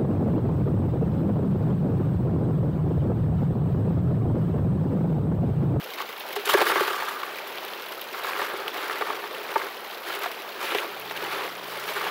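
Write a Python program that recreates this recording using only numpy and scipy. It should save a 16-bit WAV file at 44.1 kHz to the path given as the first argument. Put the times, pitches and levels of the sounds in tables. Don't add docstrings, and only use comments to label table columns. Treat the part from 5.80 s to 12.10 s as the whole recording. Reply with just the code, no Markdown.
import sys
import numpy as np
from scipy import signal
from scipy.fft import rfft, irfft, next_fast_len
from scipy.io import wavfile
from scipy.ndimage import map_coordinates

SR = 44100
rng = np.random.default_rng(int(sys.argv[2]) if len(sys.argv) > 2 else 0)


def to_wav(sig):
    pcm = np.clip(np.atleast_2d(sig), -1, 1) * 32767
    pcm = np.round(pcm).astype(np.int16)
    wavfile.write(sys.argv[1], SR, pcm.T)


N = 277830
TOP_HZ = 15750


def amp(db):
    return 10 ** (np.asarray(db) / 20)


def unit(x):
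    return x / np.sqrt(np.mean(x ** 2) + 1e-20)


def curves(rows):
    s, *columns = np.transpose(rows)
    return [np.interp(np.arange(N) / SR, s, column) for column in columns]


def wobble(rate):
    knots = rng.standard_normal(int(N * rate / SR) + 4)
    return map_coordinates(knots, [np.arange(N) * rate / SR])


def colour(x, points):
    size = next_fast_len(N + SR // 2, real=True)
    size += size % 2
    hz, db = np.transpose(points)
    log_hz = np.log(np.fft.rfftfreq(size, 1 / SR) + 1)
    gain = amp(np.interp(log_hz, np.log(hz), db))
    cepstrum = irfft(np.log(gain), size)
    cepstrum[1:size // 2] *= 2
    cepstrum[size // 2 + 1:] = 0
    return irfft(rfft(x, size) * np.exp(rfft(cepstrum)), size)[:N]


def add(track, s, sound):
    start = max(round(s * SR), 0)
    track[start:start + len(sound)] += sound[:len(track[start:])]


def impacts(rate, spread_db):
    draws = rng.random((int(rate * N / SR), 3))
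    when, strength, side = draws.T
    sizes = amp(spread_db * np.minimum(-np.log(1 - strength), 4))
    return unit(np.bincount((when * N).astype(int), sizes * np.sign(side - .5), N))


def grains(rate, centre_hz, octaves, cycles, spread_db, glide, size=700):
    draws = rng.random((int(rate * N / SR), 4))
    when, pitch_a, pitch_b, strength = draws.T[:, :, None]
    hz = np.minimum(centre_hz * 2 ** (octaves * (pitch_a - pitch_b)), TOP_HZ)
    turns = hz * np.arange(size) / SR
    age = turns / cycles
    sizes = amp(spread_db * np.minimum(-np.log(1 - strength), 4))
    envelope = sizes * np.exp(-age) * np.linspace(1, 0, size)
    waves = envelope * np.sin(2 * np.pi * turns * (1 + glide * age))
    places = (np.floor(when * N) + np.arange(size)).astype(int)
    return unit(np.bincount(places.ravel(), waves.ravel(), N)[:N])


def bursts(rate, life, spread_db):
    energy = impacts(rate, spread_db) ** 2
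    decay = np.exp(-2 / (abs(life) * SR))
    return unit(np.sqrt(signal.lfilter([1], [1, -decay], energy)))


def trough(x, echo_db, t60, size=1100):
    t = np.arange(SR // 20) / SR
    echoes = np.zeros(N)
    for start in range(0, N, size):
        tail = rng.standard_normal(len(t)) * amp(-60 * t / t60)
        tail /= np.linalg.norm(tail)
        add(echoes, start / SR, signal.fftconvolve(x[start:start + size], tail))
    return x + amp(echo_db) * echoes


# pitch_hz [Hz], relative_db [dB]
RUSH_TONE = [(71, -44), (120, -20.5), (219, -3), (259, -13), (401, -2), (491, -6), (1000, -3), (1340, -2.5),
             (1900, -6), (2500, -6.5), (3410, -9), (4100, -12), (9500, -40.5), (12400, -72), (20900, -120)]
# pitch_hz [Hz], relative_db [dB]
SPRAY_TONE = [(2000, -27), (5000, -4), (8500, -14.5), (11500, -9), (15000, -2.5)]


def water():
    splash = bursts(rate=170, life=0.0057, spread_db=4.0)
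    rush_db = -42.0 + 0.85 * wobble(2.24) + 0.34 * wobble(30)
    rush = amp(rush_db) * unit(colour(rng.standard_normal(N), RUSH_TONE))
    gurgle = grains(rate=350, centre_hz=756, octaves=1.35, cycles=5.3, spread_db=1, glide=0.029)
    plops = grains(rate=55, centre_hz=1045, octaves=1.258, cycles=9.5, spread_db=0.0, glide=0.042, size=1400)
    bubbles = grains(rate=1100, centre_hz=2930, octaves=0.934, cycles=5.3, spread_db=2.5, glide=0.02)
    bubbles = bubbles * np.sqrt(splash)
    fizz = grains(rate=450, centre_hz=12820, octaves=0.39, cycles=8.5, spread_db=4.0, glide=0, size=300)
    droplets = trough(impacts(rate=2000, spread_db=2.5), echo_db=-3.0, t60=0.019) * splash
    mist = amp(0.5) * rng.standard_normal(N)
    spray = unit(colour(droplets + mist, SPRAY_TONE))
    low_water = rush + amp(-43.5) * gurgle + amp(-46.5) * plops
    return low_water + amp(-42.5) * bubbles + amp(-54) * fizz + amp(-45.5) * spray


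# [dB, before the tone filter]
NEAR_DROPS = [(0.041, -24), (0.399, -23), (1.676, -29), (1.85, -24), (2.087, -27), (2.214, -19.5),
              (4.351, -20), (4.392, -23), (5.198, -22.5)]
# pitch_hz [Hz], gain_db [dB]
DROP_TONE = [(2000, -23), (8000, -17), (12000, -3.5), (15000, -2)]
DROP_T60_S = 0.014


def drops():
    ticks = np.zeros(N)
    t = np.arange(SR // 50) / SR
    for s, db in NEAR_DROPS:
        add(ticks, s, amp(db - 60 * t / DROP_T60_S) * rng.standard_normal(len(t)))
    plips = grains(rate=14, centre_hz=3250, octaves=0.4, cycles=8.7, spread_db=2.0, glide=0.018)
    return amp(-58.5) * plips + colour(ticks, DROP_TONE)


# start_s [s], length_s [s], rattle_db [dB], sand_db [dB], drumming_db [dB]
CLODS = [(0.175, 0.031, -39, -59, -49), (0.556, 0.01, -37, -32.5, -52), (0.653, 0.014, -31, -31, -56),
         (0.685, 0.04, -27, -28, -47), (0.765, 0.054, -27, -35.5, -35), (0.848, 0.15, -29, -36.5, -37.5),
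         (1.053, 0.16, -37, -44.5, -57), (1.284, 0.025, -38, -39.5, -61), (4.252, 0.084, -34.5, -44, -43),
         (4.412, 0.024, -32.5, -43, -44)]
POUR_RISE_SHARE, SETTLE_DB_PER_LENGTH = 0.23, 6.5
LANDING_DB, LANDING_SHARE = -1, 0.4
POUR_WALL_DB, TRICKLE_DB_PER_LENGTH = -4.5, 5.5


def pours():
    power = np.zeros((4, N))
    for s, length, rattle_db, sand_db, drum_db in CLODS:
        progress = np.maximum(np.arange(N) / SR - s, 0) / length
        rise = np.minimum(progress / POUR_RISE_SHARE, 1)
        after = np.maximum(progress - 1, 0)
        flow = np.sqrt(rise) * amp(-SETTLE_DB_PER_LENGTH * after)
        trickle = rise ** 2 * amp(POUR_WALL_DB - TRICKLE_DB_PER_LENGTH * after)
        landing = 1 + amp(LANDING_DB) * np.exp(-(progress / LANDING_SHARE) ** 2)
        power += np.array([amp(rattle_db) * flow, amp(rattle_db) * trickle,
                           amp(sand_db) * flow * landing, amp(drum_db) * flow]) ** 2
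    return power


LOADED_S = 0.45
STIR_RATTLE_DB, STIR_WALL_DB, STIR_SAND_DB, STIR_DRUM_DB = -45, -62, -57, -50


def gravel_levels():
    loaded = np.arange(N) / SR > LOADED_S
    stir_gains = amp([STIR_RATTLE_DB, STIR_WALL_DB, STIR_SAND_DB, STIR_DRUM_DB])
    stirring = (stir_gains[:, None] * loaded) ** 2
    return 10 * np.log10(pours() + rakes() + stirring + 1e-12)


# pitch_hz [Hz], level_db [dB, relative], t60_s [s]
HOPPER_MODES = [(270, -11, 0.022), (344.6, -2.5, 0.063), (383, 3.5, 0.054), (413.8, 5, 0.051),
                (549.9, 1.5, 0.028), (726, -4.5, 0.036), (888, -1.5, 0.043), (1075, -2.5, 0.026),
                (1158, -0.5, 0.038), (1360, 0.5, 0.019), (1560, -3.5, 0.032), (1674, -2.5, 0.035),
                (1820, -1.5, 0.023), (2190, 5, 0.0091), (2870, -8, 0.009), (3550, -13, 0.014)]


def hopper_ring(pitch_hz, focus_db, scatter_db, detune):
    t = np.arange(SR // 6) / SR
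    hz, db, t60 = np.transpose(HOPPER_MODES)[:, :, None]
    sign = (-1) ** np.arange(len(hz))[:, None]
    loaded_hz = hz * (1 + detune * rng.standard_normal())
    mode_db = db + scatter_db * rng.standard_normal(hz.shape) - 60 * t / t60
    modes = sign * amp(mode_db) * np.sin(2 * np.pi * loaded_hz * t)
    place = amp(-focus_db * np.abs(np.log2(hz / pitch_hz)))
    low = hz[:, 0] < 550
    floor = modes[low].sum(0)
    wall = (place * modes)[~low].sum(0)
    return [ring / np.abs(ring).max() for ring in (floor, wall)]


# pitch_hz [Hz], relative_db [dB]
RATTLE_TONE = [(250, -29.5), (450, -4), (750, -3), (1200, 4), (1900, -2), (3000, -6), (4500, -9),
               (7000, -28), (15000, -34)]
# pitch_hz [Hz], relative_db [dB]
SAND_TONE = [(1500, -27), (3000, 11), (6000, 0), (8500, -3.5), (11000, 0.5), (15000, 2)]
FLOW_SHARE = 0.16


def gravel():
    rattle_db, wall_db, sand_db, drum_db = gravel_levels()
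    floor, wall = hopper_ring(pitch_hz=1280, focus_db=5, scatter_db=0, detune=0)
    clumps = unit(FLOW_SHARE + bursts(rate=230, life=0.017, spread_db=1.5))
    pebbles = unit(colour(impacts(rate=2500, spread_db=1.5) * clumps, RATTLE_TONE))
    clinks = grains(rate=260, centre_hz=1544, octaves=1.14, cycles=4.5, spread_db=3.0, glide=0)
    rattle = amp(-4) * pebbles + amp(-5) * clinks
    wall_hits = impacts(rate=900, spread_db=1) * clumps
    walls = unit(signal.fftconvolve(wall_hits, wall)[:N])
    floor_hits = impacts(rate=200, spread_db=0.0)
    drumming = unit(signal.fftconvolve(floor_hits, floor)[:N])
    grit = impacts(rate=3000, spread_db=3.5) * clumps
    sand = unit(colour(trough(grit, echo_db=-2, t60=0.021), SAND_TONE))
    return amp(rattle_db) * rattle + amp(wall_db) * walls + amp(drum_db) * drumming + amp(sand_db) * sand


# start_s [s], wall_ring_db [dB], floor_boom_db [dB],
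# crack_db [dB, before the tone filter], favoured_wall_pitch_hz [Hz]
STONE_HITS = [(0.202, -17.5, -36.5, -27, 990), (0.222, -23, -43, -33, 1280),
              (0.562, -19.5, -38, -20.5, 910), (0.674, -31, -42, -15.5, 1500),
              (0.692, -12.5, -46, -17, 1210), (0.737, -13, -20, -16, 930), (0.742, -11, -12.5, -28, 1700),
              (0.772, -19, -35, -18, 1150), (0.778, -15, -31, -21, 1150), (0.805, -14, -23, -18, 1400),
              (0.814, -8.5, -18, -15, 780), (0.866, -14, -25.5, -22, 1640), (0.898, -13, -24, -19, 1360),
              (0.916, -15, -26.5, -16.5, 1240), (0.956, -12, -21, -23, 1120), (0.976, -16, -28, -28, 1000),
              (1.006, -18.5, -17.5, -17, 1340), (1.047, -28, -34, -24, 1450), (1.077, -13.5, -30, -17, 940),
              (1.102, -29, -28, -28, 1150), (1.2, -26, -38, -24, 1200), (1.222, -15.5, -43, -33, 880),
              (1.431, -16, -43, -25, 1260), (2.445, -18, -42, -28, 1250), (2.468, -22, -52, -32, 1540),
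              (2.562, -19, -37, -36, 1050), (2.593, -15.5, -32, -29, 1160), (2.616, -18, -29, -23, 1160),
              (2.734, -24.5, -25, -47, 875), (3.096, -15.5, -45, -27, 1290), (3.21, -19.5, -24, -26, 730),
              (3.22, -14, -40, -34, 1130), (3.287, -25, -30, -46, 710), (3.301, -15, -34, -26.5, 1060),
              (3.438, -20.5, -32, -35, 1160), (3.757, -9, -20.5, -30, 870), (3.816, -19, -47, -35, 1370),
              (4.459, -17, -33, -23, 726), (4.836, -30, -33, -33, 1300), (4.92, -19, -28, -27, 1200),
              (4.947, -18, -20.5, -18, 620), (5.31, -23, -39, -23.5, 1000), (5.42, -30, -27, -32, 1200),
              (5.524, -21, -32, -30, 1340), (5.607, -26, -34, -29, 1090), (6.266, -17.5, -43, -31, 900)]
# nominal_delay_s [s after the first contact], level_db [dB re wall ring]
ROCKING_EDGES = [(0, -1), (0.0032, -3), (0.0068, -6)]
# pitch_hz [Hz], gain_db [dB]
CRACK_TONE = [(250, -31), (600, 6), (1300, 4.5), (3000, 3), (6000, -15), (9000, -18.5), (15000, -14)]
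CRACK_T60_S = 0.051
FLOOR_LAG_S = 0.0019
THUMP_HZ, THUMP_DB, THUMP_T60_S = 182, -21.5, 0.032
HEAVY_DB, LIGHT_LOSS = -21, 0.35


def stones():
    rings, cracks = np.zeros(N), np.zeros(N)
    t = np.arange(SR // 6) / SR
    thump = amp(THUMP_DB - 60 * t / THUMP_T60_S) * np.sin(2 * np.pi * THUMP_HZ * t)
    for s, wall_db, boom_db, crack_db, hz in STONE_HITS:
        loss_db = LIGHT_LOSS * max(HEAVY_DB - boom_db, 0)
        for k, (delay, contact_db) in enumerate(ROCKING_EDGES):
            floor, wall = hopper_ring(pitch_hz=hz, focus_db=11.5, scatter_db=1.5, detune=0.02)
            contact_s = s + delay * rng.uniform(0.78, 1.175)
            add(rings, contact_s, amp(wall_db + contact_db - k * loss_db) * wall)
        add(rings, s + FLOOR_LAG_S, amp(boom_db) * (floor + thump))
        add(cracks, s, amp(crack_db - 60 * t / CRACK_T60_S) * rng.standard_normal(len(t)))
    return rings + colour(cracks, CRACK_TONE)


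# start_s [s], level_db [dB, before
# the tone filters], pitch_hz [Hz]
SHARP_CLICKS = [(0.408, -21.5, 3020), (1.2665, -23, 3190), (1.776, -22.5, 2600), (1.7835, -20.5, 3260),
                (1.85, -26, 3500), (1.9354, -20, 3130), (2.041, -24, 3100), (2.217, -19.5, 3300),
                (2.8806, -12, 2580), (3.128, -20, 3050), (4.147, -24, 3580), (4.949, -18, 2900),
                (4.9855, -14.5, 3000), (5.298, -23, 3640), (5.375, -19, 2760), (6.089, -19, 2790)]
# pitch_hz [Hz], gain_db [dB]
SNAP_TONE = [(700, -20), (1300, 5), (1900, -0.5), (4200, 0.5), (6000, -6)]
# pitch_hz [Hz], gain_db [dB]
TICK_TONE = [(1000, -30), (2000, -4), (4500, 4), (8500, -19), (11500, -2), (15000, -3)]
TICK_DB, TICK_T60_S = -12, 0.016


def clicks():
    snaps, ticks = np.zeros(N), np.zeros(N)
    t = np.arange(SR // 40) / SR
    for s, db, hz in SHARP_CLICKS:
        age = t * hz / .6
        snap = np.sin(2 * np.pi * hz * t) * age * np.exp(1 - age)
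        add(snaps, s, amp(db) * snap)
        add(ticks, s, amp(db + TICK_DB - 60 * t / TICK_T60_S) * rng.standard_normal(len(t)))
    return colour(trough(snaps, echo_db=-8, t60=0.025), SNAP_TONE) + colour(ticks, TICK_TONE)


# start_s [s], peak_db [dB]
SHOVEL_BUMPS = [(0.565, -25.5), (0.666, -27.5)]
BUMP_HZ, BUMP_ATTACK_S, BUMP_T60_S = 413.5, 0.015, 0.098
# time_s [s], level_db [dB]
GRIT_SLIDE = [(0.66, -55), (0.7, -31), (0.92, -29), (1.17, -36.5), (1.3, -36.5), (1.5, -47)]
# pitch_hz [Hz], level_db [dB, relative], t60_s [s]
BLADE_MODES = [(1165, 0, 0.035), (1360, -1, 0.019), (1576, -1, 0.017)]


def shovel():
    bumps = np.zeros(N)
    t = np.arange(SR // 4) / SR
    swell = (1 - np.exp(-t / BUMP_ATTACK_S)) * amp(-60 * t / BUMP_T60_S)
    ring = swell * np.sin(2 * np.pi * BUMP_HZ * t)
    for s, db in SHOVEL_BUMPS:
        add(bumps, s, amp(db) * ring / ring.max())
    blade = np.zeros(len(t))
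    for k, (hz, db, t60) in enumerate(BLADE_MODES):
        blade += (-1) ** k * amp(db - 60 * t / t60) * np.sin(2 * np.pi * hz * t)
    s, db = np.transpose(GRIT_SLIDE)
    level = amp(np.interp(np.arange(N) / SR, s, db, left=-120, right=-120))
    grit = impacts(rate=1300, spread_db=2.0) * bursts(rate=130, life=0.011, spread_db=0.0)
    return bumps + level * unit(signal.fftconvolve(grit, blade)[:N])


# [dB, at the end of the stroke]
HAND_STROKES = [(2.32, .1, -36, -50, -55), (2.428, 0.22, -32, -40, -39.5), (2.676, 0.19, -37, -55, -39),
                (2.918, 0.41, -34, -46, -39.5), (3.367, 0.27, -43.5, -72, -43.5),
                (3.664, 0.18, -36.5, -46.5, -40.5), (4.789, 0.21, -34.5, -40, -41),
                (5.007, 0.042, -35.5, -61, -40), (5.344, 0.11, -35.5, -47.5, -43),
                (5.439, 0.21, -34, -43.5, -38), (5.854, 0.23, -40, -44, -43.5),
                (6.064, 0.035, -31, -36, -46), (6.138, 0.13, -31, -40, -38.5)]
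RAKE_ATTACK_S, RAKE_RELEASE_DB_PER_S = 0.022, 159
HEAP_DB = 5
RAKE_WALL_DB = -4


def rakes():
    power = np.zeros((4, N))
    for s, length, rattle_db, sand_db, drum_db in HAND_STROKES:
        age = np.maximum(np.arange(N) / SR - s, 0)
        attack = np.minimum(age / RAKE_ATTACK_S, 1)
        push = attack * amp(-RAKE_RELEASE_DB_PER_S * np.maximum(age - length, 0))
        heap = amp(HEAP_DB * (np.minimum(age / length, 1) - 1.0))
        power += np.array([amp(rattle_db) * push, amp(rattle_db + RAKE_WALL_DB) * push,
                           amp(sand_db) * push, amp(drum_db) * push * heap]) ** 2
    return power


# [dB, top of the swell]
GRIT_SCRAPES = [(4.266, 0.094, -37), (4.84, 0.17, -31.5), (5.454, 0.22, -38.5), (6.075, 0.028, -34),
                (6.158, 0.14, -34.5)]
SCRAPE_SWELL_DB = 5.5


def scrapes():
    level = np.zeros(N)
    for s, length, db in GRIT_SCRAPES:
        progress = np.linspace(0, 1, round(length * SR))
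        swell = amp(db + SCRAPE_SWELL_DB * (progress - 1))
        add(level, s, swell * signal.windows.tukey(len(progress), .2))
    grit = grains(rate=3500, centre_hz=2710, octaves=0.68, cycles=4.4, spread_db=2.5, glide=0)
    return level * unit(grit * bursts(rate=320, life=0.012, spread_db=1.0))


# time_s [s], firing_rate_hz [Hz], level_db [dB]
ENGINE_RUN = [(4.8, 58, -79), (5.22, 62, -56.5), (5.45, 64.5, -54.5), (5.9, 64.8, -55.5), (6.3, 63.2, -57)]
# [dB, relative]
ENGINE_ORDERS = [(1, -5), (1.5, -1), (2, 5), (2.88, 6.5)]


def engine():
    rate_hz, db = curves(ENGINE_RUN)
    phase = 2 * np.pi * np.cumsum(rate_hz) / SR
    drone = np.zeros(N)
    for order, level_db in ENGINE_ORDERS:
        loudness = amp(level_db + 1.5 * wobble(10.0))
        drone += loudness * np.sin(order * phase + 0.2 * order * wobble(16))
    return amp(db) * drone


def scene():
    wet = water() + drops()
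    load = gravel() + stones() + clicks()
    return (wet + load + shovel() + scrapes() + engine())[None]


# pitch_hz [Hz], gain_db [dB]
MIC_BASS = [(30, -30), (60, -26), (90, -20.5), (130, -8), (200, -6.5), (300, 0)]


def record(dry):
    size = next_fast_len(N + SR // 2)
    thin = colour(dry[0], MIC_BASS)
    in_band = np.fft.rfftfreq(size, 1 / SR) < TOP_HZ
    return irfft(rfft(thin, size) * in_band, size)[None, :N]


dry = scene()
out = record(dry)
to_wav(out)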